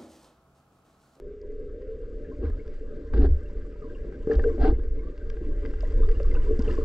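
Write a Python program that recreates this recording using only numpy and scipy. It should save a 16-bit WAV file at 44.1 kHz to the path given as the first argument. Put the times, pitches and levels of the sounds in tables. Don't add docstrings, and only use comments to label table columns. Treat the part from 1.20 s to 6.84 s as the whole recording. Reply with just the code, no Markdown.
import sys
import numpy as np
from scipy import signal
from scipy.fft import rfft, irfft, next_fast_len
from scipy.io import wavfile
from scipy.ndimage import uniform_filter1d

SR = 44100
rng = np.random.default_rng(int(sys.argv[2]) if len(sys.argv) > 2 else 0)


def field_ratio(decibels):
    return 10 ** (np.asarray(decibels, dtype=float) / 20)


def pcm_store(signal):
    levels = np.round(np.clip(np.atleast_2d(signal), -1, 1) * 32767)
    wavfile.write(sys.argv[1], SR, levels.astype(np.int16).T)


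N = 248724
SIZE = next_fast_len(N + SR)
HZ = np.arange(SIZE // 2 + 1) * SR / SIZE + 1e-3
TIME = np.arange(N) / SR

# (f/Hz, relative level/dB)
HUM_COLOUR = [(70, -16.5), (110, -0.5), (170, -1.5), (260, -4), (420, -5), (520, -7), (650, -17.5),
              (800, -46), (1200, -55.5)]
REST_SURGE_DB, REST_FIZZ_DB = -38, -66
PRESS_POWER, TREBLE_POWER = 0.86, 2.7


def on_hz(table):
    hz, value = np.transpose(table)
    return np.interp(np.log(HZ), np.log(np.maximum(hz, 1)), value)


def colour(table):
    db = on_hz(table) - 24 * np.log2(np.maximum(HZ / table[-1][0], 1))
    cepstrum = irfft(db * np.log(10) / 20, SIZE)
    cepstrum[1:SIZE // 2] *= 2
    cepstrum[SIZE // 2 + 1:] = 0
    return np.exp(rfft(cepstrum))


def unit(response):
    return response / np.sqrt(np.mean(np.abs(response) ** 2))


def through(x, response):
    return irfft(rfft(x, SIZE) * response, SIZE)[..., :N]


def walk(rate):
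    hold = int(SR / rate)
    steps = np.repeat(rng.standard_normal(N // hold + 1), hold)
    return uniform_filter1d(uniform_filter1d(steps, hold), hold)[:N]


def turbulence(db, flicker_db=0., rate=12., grains=0., spread_db=5.):
    hits = rng.random(N) < grains / SR
    sizes = hits * field_ratio(spread_db * np.minimum(rng.exponential(size=N), 5))
    grain_lift = uniform_filter1d(sizes, 60) * 60
    rough = rng.standard_normal((2, N)) * (1 + grain_lift)
    return rough * field_ratio(db + flicker_db * walk(rate))


def patchy(x, patchy_db, rate):
    spectrum, out = rfft(x, SIZE), 0
    place = np.clip(3 * np.log2(HZ / 700), 0, 12)
    for band in range(13):
        share = np.clip(1 - np.abs(place - band), 0, 1)
        out = out + irfft(spectrum * share, SIZE)[:, :N] * field_ratio(patchy_db * walk(rate))
    return out


def rings(table, glide, rise_s, rough=0.):
    out, t = np.zeros(N + SR), np.arange(SR // 4) / SR
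    for s, db, hz, t60 in table:
        fade = np.exp(-np.log(1000) * t / t60) * (1 - np.exp(-t / rise_s))
        steps = np.repeat(rng.standard_normal(len(t) // 128 + 1), 128)[:len(t)]
        wobble = 1 + rough * steps
        phase = 2 * np.pi * np.cumsum(hz * (1 + glide * t / t60) * wobble) / SR
        i = int(s * SR)
        out[i:i + len(t)] += field_ratio(db) * fade / fade.max() * np.sin(phase)
    return out[:N]


def blows(table, response, pivot_hz, strike):
    # (t/s, peak level/dB, brightness/dB an octave, decay of the contact/s)
    out, t = np.zeros((2, N + SR)), np.arange(8192) / SR
    lead = 200
    ring = rfft(irfft(response, SIZE)[:len(t)])
    octaves = np.log2(np.clip(np.arange(len(ring)) * SR / len(t), 200, 5200) / pivot_hz)
    for s, db, tilt_db, contact_s in table:
        push = rng.standard_normal((2, len(t))) * np.exp(-t / max(contact_s, 2e-4))
        push[0, 0] = strike * np.sqrt(contact_s * SR)
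        sound = irfft(rfft(np.roll(push, lead, axis=1)) * ring * field_ratio(tilt_db * octaves))
        i = int(s * SR) - lead
        out[:, i:i + len(t)] += field_ratio(db) * sound / np.abs(sound[0]).max()
    return out[:, :N]


def housing():
    # (f/Hz, width/Hz, lift/dB)
    resonances = [(282.4, 33, 11.5), (359.4, 26, 6), (445.9, 20.7, 20), (490, 520, -1), (578.6, 22, 8),
                  (797, 53, 12), (1040, 5.5, 8.5), (1216, 180, 7), (1590, 80, 9.5), (2004, 140, 4.5),
                  (2749, 81, 5.5), (4020, 100, -4.5), (4806, 290, 6), (5520, 150, 4.5), (6980, 200, 3),
                  (7730, 200, 4.5)]
    response = 1
    for hz, width, db in resonances:
        detuning = (HZ / hz - hz / HZ) * hz / max(width, 4)
        response = response * (1 + (field_ratio(db) - 1) / (1 + 1j * detuning))
    return response


def motion_db():
    # (t/s, surge level/dB)
    motion = [(0.0, -44.5), (1.36, -34), (1.79, -36.5), (2.04, -14.5), (2.18, -36.5), (2.4, -29.5),
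              (2.5, -38.5), (3.12, -31.5), (3.16, -18.5), (3.27, -24.5), (3.35, -42), (3.42, -17),
              (3.6, -23.5), (3.93, -34.5), (4.27, -26), (4.34, -22.5), (4.46, -30), (4.82, -17.5),
              (5.59, -25.5), (5.64, -21.5)]
    return np.interp(TIME, *np.transpose(motion))


def stir_db(t):
    # (t/s, fizz level/dB)
    stir = [(0.0, -69.5), (0.27, -69.5), (0.92, -65.5), (2.17, -63.5), (2.43, -64.5), (3.119, -62),
            (3.3, -56.5), (3.38, -61), (3.531, -63), (3.751, -65), (4.75, -58.5), (5.35, -56.5),
            (5.51, -52), (5.64, -56.5)]
    return np.interp(t, *np.transpose(stir))


def strokes(power, wet, firm=0.95):
    # (start t/s, firmest t/s, end t/s, scrape level/dB before firm scales it,
    # wetness/dB of the treble against the scrape)
    rubs = [(1.184, 1.261, 1.326, -38, -17.5), (1.267, 1.331, 1.31, -45.5, -7.5),
            (1.923, 1.943, 1.964, -33, -14.5), (1.941, 1.974, 2.02, -34.5, -14),
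            (1.954, 2.043, 2.095, -29.5, -21), (3.083, 3.115, 3.214, -35.5, -12.5),
            (3.16, 3.269, 3.643, -41, -31.5), (3.359, 3.46, 3.546, -27.5, -14.5),
            (3.572, 3.601, 3.6, -45.5, -15), (5.331, 5.497, 5.52, -36, -20.5)]
    grip = np.array([np.interp(TIME, row[:3], (0, 1, 0)) for row in rubs])
    pressure = np.sin(np.pi / 2 * grip)
    peak = field_ratio([firm * (row[3] + 30) - 30 + wet * row[4] for row in rubs])[:, None]
    return 10 * np.log10(np.sum((peak * pressure ** power) ** 2, axis=0) + 1e-20)


def surge():
    # (f/Hz, relative level/dB)
    surge_colour = [(8, -23), (18, 1.5), (30, -8), (42, -7), (60, -25.5), (100, -35), (300, -63)]
    return through(turbulence(motion_db()), unit(colour(surge_colour)))


def sway():
    # (f/Hz, relative level/dB)
    sway_colour = [(30, -23), (45, -3.5), (60, -5), (72, -4), (90, -20), (150, -35), (300, -57)]
    drift = field_ratio(-45.5 + 0.71 * (motion_db() - REST_SURGE_DB))
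    shake = field_ratio(strokes(PRESS_POWER, wet=False) + 5)
    level_db = 20 * np.log10(np.hypot(drift, shake))
    return through(turbulence(level_db, flicker_db=1.0, rate=11.0), unit(colour(sway_colour)))


def jolts():
    # (t/s, level/dB, starting swing f/Hz, t60/s)
    swings = [(1.19, -21.5, 44.7, 0.07), (1.315, -22, 30.9, 0.14), (1.235, -22.5, 72.7, 0.3),
              (1.94, -15, 48, 0.2), (1.985, -17.5, 65.5, 0.23), (2.099, -14.5, 64.3, 0.2),
              (3.15, -15.5, 54, 0.15), (3.41, -10, 40.2, 0.058), (3.525, -11.5, 48.5, 0.049),
              (4.76, -19, 40.8, 0.091)]
    return rings(swings, glide=0.23, rise_s=0.029)


def pool_hum(body):
    level_db = -45 + 0.69 * (stir_db(TIME) - REST_FIZZ_DB)
    return through(turbulence(level_db, flicker_db=3.5, rate=23.0), unit(body * colour(HUM_COLOUR)))


def rubbing(body):
    # (f/Hz, relative level/dB)
    scrape_colour = [(100, -22.5), (200, 2.5), (300, 3), (450, -5), (620, -14)]
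    rasp_colour = [(520, -17.5), (650, 1), (800, -4.5), (1000, -17)]
    hiss_colour = [(600, -15), (1000, 0), (1600, -0.5), (2500, -10), (3500, -17.5), (5000, -30)]
    swish_colour = [(2400, -6.5), (3100, -1.5), (4200, 3.5), (5500, -11), (6800, -19.5)]
    rasp_db = strokes(TREBLE_POWER, wet=True, firm=2.2) + 6.5
    swish_db = strokes(TREBLE_POWER, wet=True, firm=1.62) - 11
    hiss_db = strokes(TREBLE_POWER, wet=True)
    scrape = turbulence(strokes(PRESS_POWER, wet=False), flicker_db=5.0, rate=95.0)
    rasp = turbulence(rasp_db, flicker_db=1.0, rate=57.0)
    hiss = turbulence(hiss_db, flicker_db=1.5, rate=150.0, grains=170.0, spread_db=-10.5)
    swish = turbulence(swish_db, flicker_db=2.0, rate=90.0)
    scrape = through(scrape, unit(body * colour(scrape_colour)))
    rasp = through(rasp, unit(body * colour(rasp_colour)))
    hiss = patchy(through(hiss, unit(body * colour(hiss_colour))), patchy_db=3.5, rate=60.)
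    swish = through(swish, unit(body * colour(swish_colour)))
    return scrape + rasp + hiss + swish


def gulps():
    # (t/s, level/dB, starting f/Hz, t60/s)
    hollow_tones = [(1.965, -27.5, 337, 0.14), (1.99, -22.5, 272.6, 0.25), (2.026, -25, 276, 0.22),
                    (2.04, -19.5, 391, 0.04), (3.192, -42, 785.3, 0.061), (3.244, -18, 439, 0.11),
                    (3.261, -14, 448.6, 0.16), (3.345, -27, 329, 0.052), (3.412, -33.5, 727, .07),
                    (3.434, -21.5, 278, 0.042), (3.446, -16.5, 430, 0.085), (3.474, -18, 326, 0.086),
                    (3.445, -27.5, 769, 0.13), (4.875, -29.5, 412, 0.08), (4.905, -29, 445, 0.098),
                    (5.29, -27, 422, 0.15), (5.32, -31.5, 351, 0.17), (5.47, -32, 450, 0.092),
                    (5.5, -31.5, 350, 0.16)]
    return rings(hollow_tones, glide=0.047, rise_s=0.0058, rough=0.023)


def knocks(body):
    # (t/s, peak level/dB, brightness/dB an octave, decay of the contact/s)
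    dull_blows = [(3.072, -15.5, -8, 0.0034), (3.098, -12.5, 6.5, 0.0075), (3.187, -24, 16.5, 0.0022),
                  (3.262, -35, 9, 0.0032), (3.314, -26.5, 0, 0.0021), (3.381, -24.5, 14.5, 0.0044),
                  (4.099, -39, -11, 0.0013), (4.211, -31, -10.5, 0.0035), (5.308, -17.5, -0.5, 0.0074),
                  (5.585, -17, 1.5, 0.039)]
    return blows(dull_blows, body ** 1.42 * colour(HUM_COLOUR), pivot_hz=450., strike=2.0)


def ticks(body):
    # (t/s, peak level/dB, brightness/dB an octave)
    clicks = [(0.215, -57, 30), (0.4, -61, 10), (0.62, -58, 11), (1.4775, -47.5, 9.5),
              (1.937, -31.5, -6), (2.9241, -44, -1), (3.0724, -40, -8), (3.119, -47.5, 22),
              (3.133, -44.5, 22), (3.154, -43, 21), (3.1947, -34.5, -5), (3.24, -37.5, 3),
              (3.978, -47.5, 6.5), (4.1004, -38, 5), (4.17, -43, -4), (4.452, -34, 0.5),
              (4.46, -38, 2.5), (4.5376, -38.5, -3), (4.607, -41, 15), (4.707, -47.5, 8),
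              (4.889, -36.5, -0.5), (4.915, -43.5, 6.5), (5, -36.5, -3.5), (5.031, -46.5, 21.5),
              (5.1134, -46.5, 9.5), (5.142, -43.5, 16), (5.1495, -34, -16), (5.3926, -39.5, 23),
              (5.422, -45, 30), (5.445, -48, 12), (5.512, -43, 12), (5.528, -49, 22), (5.553, -45, 28)]
    # (f/Hz, relative level/dB)
    click_colour = [(500, -24), (1000, 3.5), (2000, 3), (4000, -9.5), (6500, -22), (9000, -48),
                    (13000, -75.5)]
    contact_s = .0023
    table = [(*row, contact_s) for row in clicks]
    return blows(table, body ** 1.74 * colour(click_colour), pivot_hz=2000., strike=0.5)


def bubbles():
    # (t/s, level/dB, starting f/Hz)
    pops = [(0.4, -70, 1600), (0.616, -65, 1860), (1.046, -55, 1704), (1.116, -55, 1080),
            (1.325, -56, 1253), (1.393, -53.5, 2160), (2.218, -53.5, 1549), (2.255, -59.5, 2720),
            (2.62, -48, 1200), (2.638, -51.5, 1094), (2.697, -51.5, 1590), (2.747, -56.5, 2810),
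            (2.943, -51, 1576), (3.113, -30.5, 1683), (3.135, -59, 3200), (3.195, -37, 1770),
            (3.24, -31.5, 1580), (3.283, -50, 1586), (3.297, -48, 1118), (3.534, -57.5, 2090),
            (3.597, -60.5, 1660), (3.79, -56.5, 2165), (3.83, -54.5, 1130), (3.868, -50.5, 1150),
            (4.012, -50.5, 1560), (4.213, -28.5, 340), (4.263, -36, 290), (4.287, -32.5, 293),
            (4.632, -31.5, 590), (4.65, -51.5, 1974), (4.822, -45.5, 1050), (4.831, -41, 1170),
            (4.852, -51, 1263), (4.886, -47, 1200), (4.95, -58.5, 2830), (4.958, -57, 1760),
            (5.07, -52, 1230), (5.298, -52, 1106), (4.831, -58.5, 3530), (5.002, -26, 536),
            (5.048, -45.5, 1128), (5.113, -46, 2070), (5.151, -46, 2710), (5.162, -44.5, 1005),
            (5.181, -50, 990), (5.166, -41, 1490), (5.219, -56, 2970), (5.269, -48, 997),
            (5.392, -18.5, 234), (5.401, -46.5, 1040), (5.445, -54, 3060), (5.448, -49, 867),
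            (5.477, -44, 2730), (5.491, -40.5, 1016), (5.502, -43.5, 1770), (5.507, -48, 2810),
            (5.54, -48, 1140), (5.577, -38.5, 1090), (5.61, -45, 1190)]
    s, db, hz = np.transpose(pops)
    t60 = 0.072 * (hz / 1000) ** -0.67 * np.exp(-.06 * (db + 45))
    return rings(np.transpose([s, db, hz, t60]), glide=0.043, rise_s=0.0019, rough=0.027)


def fizz(body):
    # (f/Hz, relative level/dB)
    fizz_colour = [(650, -8.5), (850, -11), (1100, -6), (1600, -2.5), (2200, -4.5), (3000, -13),
                   (4200, -14)]
    grainy = turbulence(stir_db(TIME), flicker_db=1.5, rate=46.0, grains=12.0, spread_db=-3.5)
    return patchy(through(grainy, unit(body * colour(fizz_colour))), patchy_db=3.2, rate=35.)


def spray(body):
    # (f/Hz, relative level/dB)
    spray_colour = [(2200, -12), (3200, -7), (4100, -19), (5000, -14), (7000, -12), (8500, -19),
                    (10000, -33.5)]
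    level_db = -78 + 1.26 * (stir_db(TIME) - REST_FIZZ_DB)
    grainy = turbulence(level_db, flicker_db=1.5, rate=16.0, grains=60.0, spread_db=1.8)
    return through(grainy, unit(body * colour(spray_colour)))


def fine_bubbles(count, db):
    chance = rng.random((count, 4))
    crowding = np.cumsum(field_ratio(0.8 * stir_db(TIME)))
    when = np.interp(chance[:, 0], crowding / crowding[-1], TIME)
    hz = 960 * 7.2 ** chance[:, 1] ** 1.4
    peak_db = stir_db(when) + db - 7 * np.log2(hz / 800) - 14 * chance[:, 2]
    t60 = (40 + 80 * chance[:, 3]) / hz
    return rings(np.transpose([when, peak_db, hz, t60]), glide=0.044, rise_s=0.0014, rough=0.017)


def drone():
    # (t/s, centre f/Hz, level/dB)
    band = [(0, 408, -49.5), (0.302, 421.8, -48), (0.599, 436, -46), (0.799, 449, -44), (1.05, 446.7, -52),
            (1.3, 446, -50)]
    # (f above its centre/Hz, width/Hz, level/dB)
    strands = [(0, 21, -1.5), (-27.5, 13, -6), (36, 17, -8.5), (72, 13, -9.5)]
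    steady = 1.7
    s, hz, db = np.transpose(band)
    out = 0
    for up_hz, width_hz, strand_db in strands:
        slow = through(rng.standard_normal((2, N)), unit(1 / (1 + 2j * HZ / max(width_hz, 4)) ** 2))
        phase = 2 * np.pi * np.cumsum(np.interp(TIME, s, hz) + up_hz) / SR
        out = out + field_ratio(strand_db) * ((steady + slow[0]) * np.cos(phase) + slow[1] * np.sin(phase))
    level = field_ratio(np.interp(TIME, s, db, right=-200))
    thin_hz, thin_width_hz, thin_db = 582, 12, -64.5
    slow = through(rng.standard_normal(N), unit(1 / (1 + 2j * HZ / thin_width_hz) ** 2))
    thin = field_ratio(thin_db) * (steady + slow) * np.cos(2 * np.pi * thin_hz * TIME)
    return thin + out * level


def ports(shared, unshared):
    # (f/Hz, level/dB)
    port_db = [(60, 0), (140, -0.75), (320, 1.5), (490, 2), (740, -1.5), (1130, -4.5), (1710, 6.5),
               (2600, 0.5), (5000, -1.5), (9000, 2)]
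    # (f/Hz, lead/rad)
    port_lead = [(140, 0), (520, -0.23), (780, -1.06), (1210, -1.45), (1460, -0.71), (2070, -0.97),
                 (2500, -1.4), (2760, -0.84), (6000, -0.84)]
    # (f/Hz, level/dB)
    unshared_db = [(60, -39.5), (140, -28), (300, -21), (520, -16), (890, -7.5), (1500, -11), (2600, -8.5),
                   (4500, -10), (9000, -8.5)]
    # (t/s, width/0-1)
    opening = [(0, 0.06), (.4, 0.16), (.85, 0.38), (1.2, 0.66), (2.8, 0.8)]
    skew = field_ratio(on_hz(port_db) / 2) * np.exp(.5j * on_hz(port_lead))
    left, right = through(shared, skew), through(shared, 1 / skew)
    side = (left - right) / 2 + through(unshared, field_ratio(on_hz(unshared_db)))
    side = side * np.clip(np.interp(TIME, *np.transpose(opening)), 0, 1)
    return (left + right) / 2 + np.array([[1], [-1]]) * side


def scene():
    body = housing()
    water = surge() + sway() + pool_hum(body) + fizz(body) + spray(body)
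    shared, unshared = water + rubbing(body) + knocks(body) + ticks(body)
    shared = shared + jolts() + gulps() + bubbles() + drone()
    shared = shared + through(fine_bubbles(count=700, db=7.0), body ** 0.6)
    return ports(shared, unshared)


def low_pass(x):
    return signal.sosfilt(signal.butter(12, 14000, fs=SR, output="sos"), x)


def record(dry):
    return low_pass(dry)


dry = scene()
out = record(dry)
pcm_store(out)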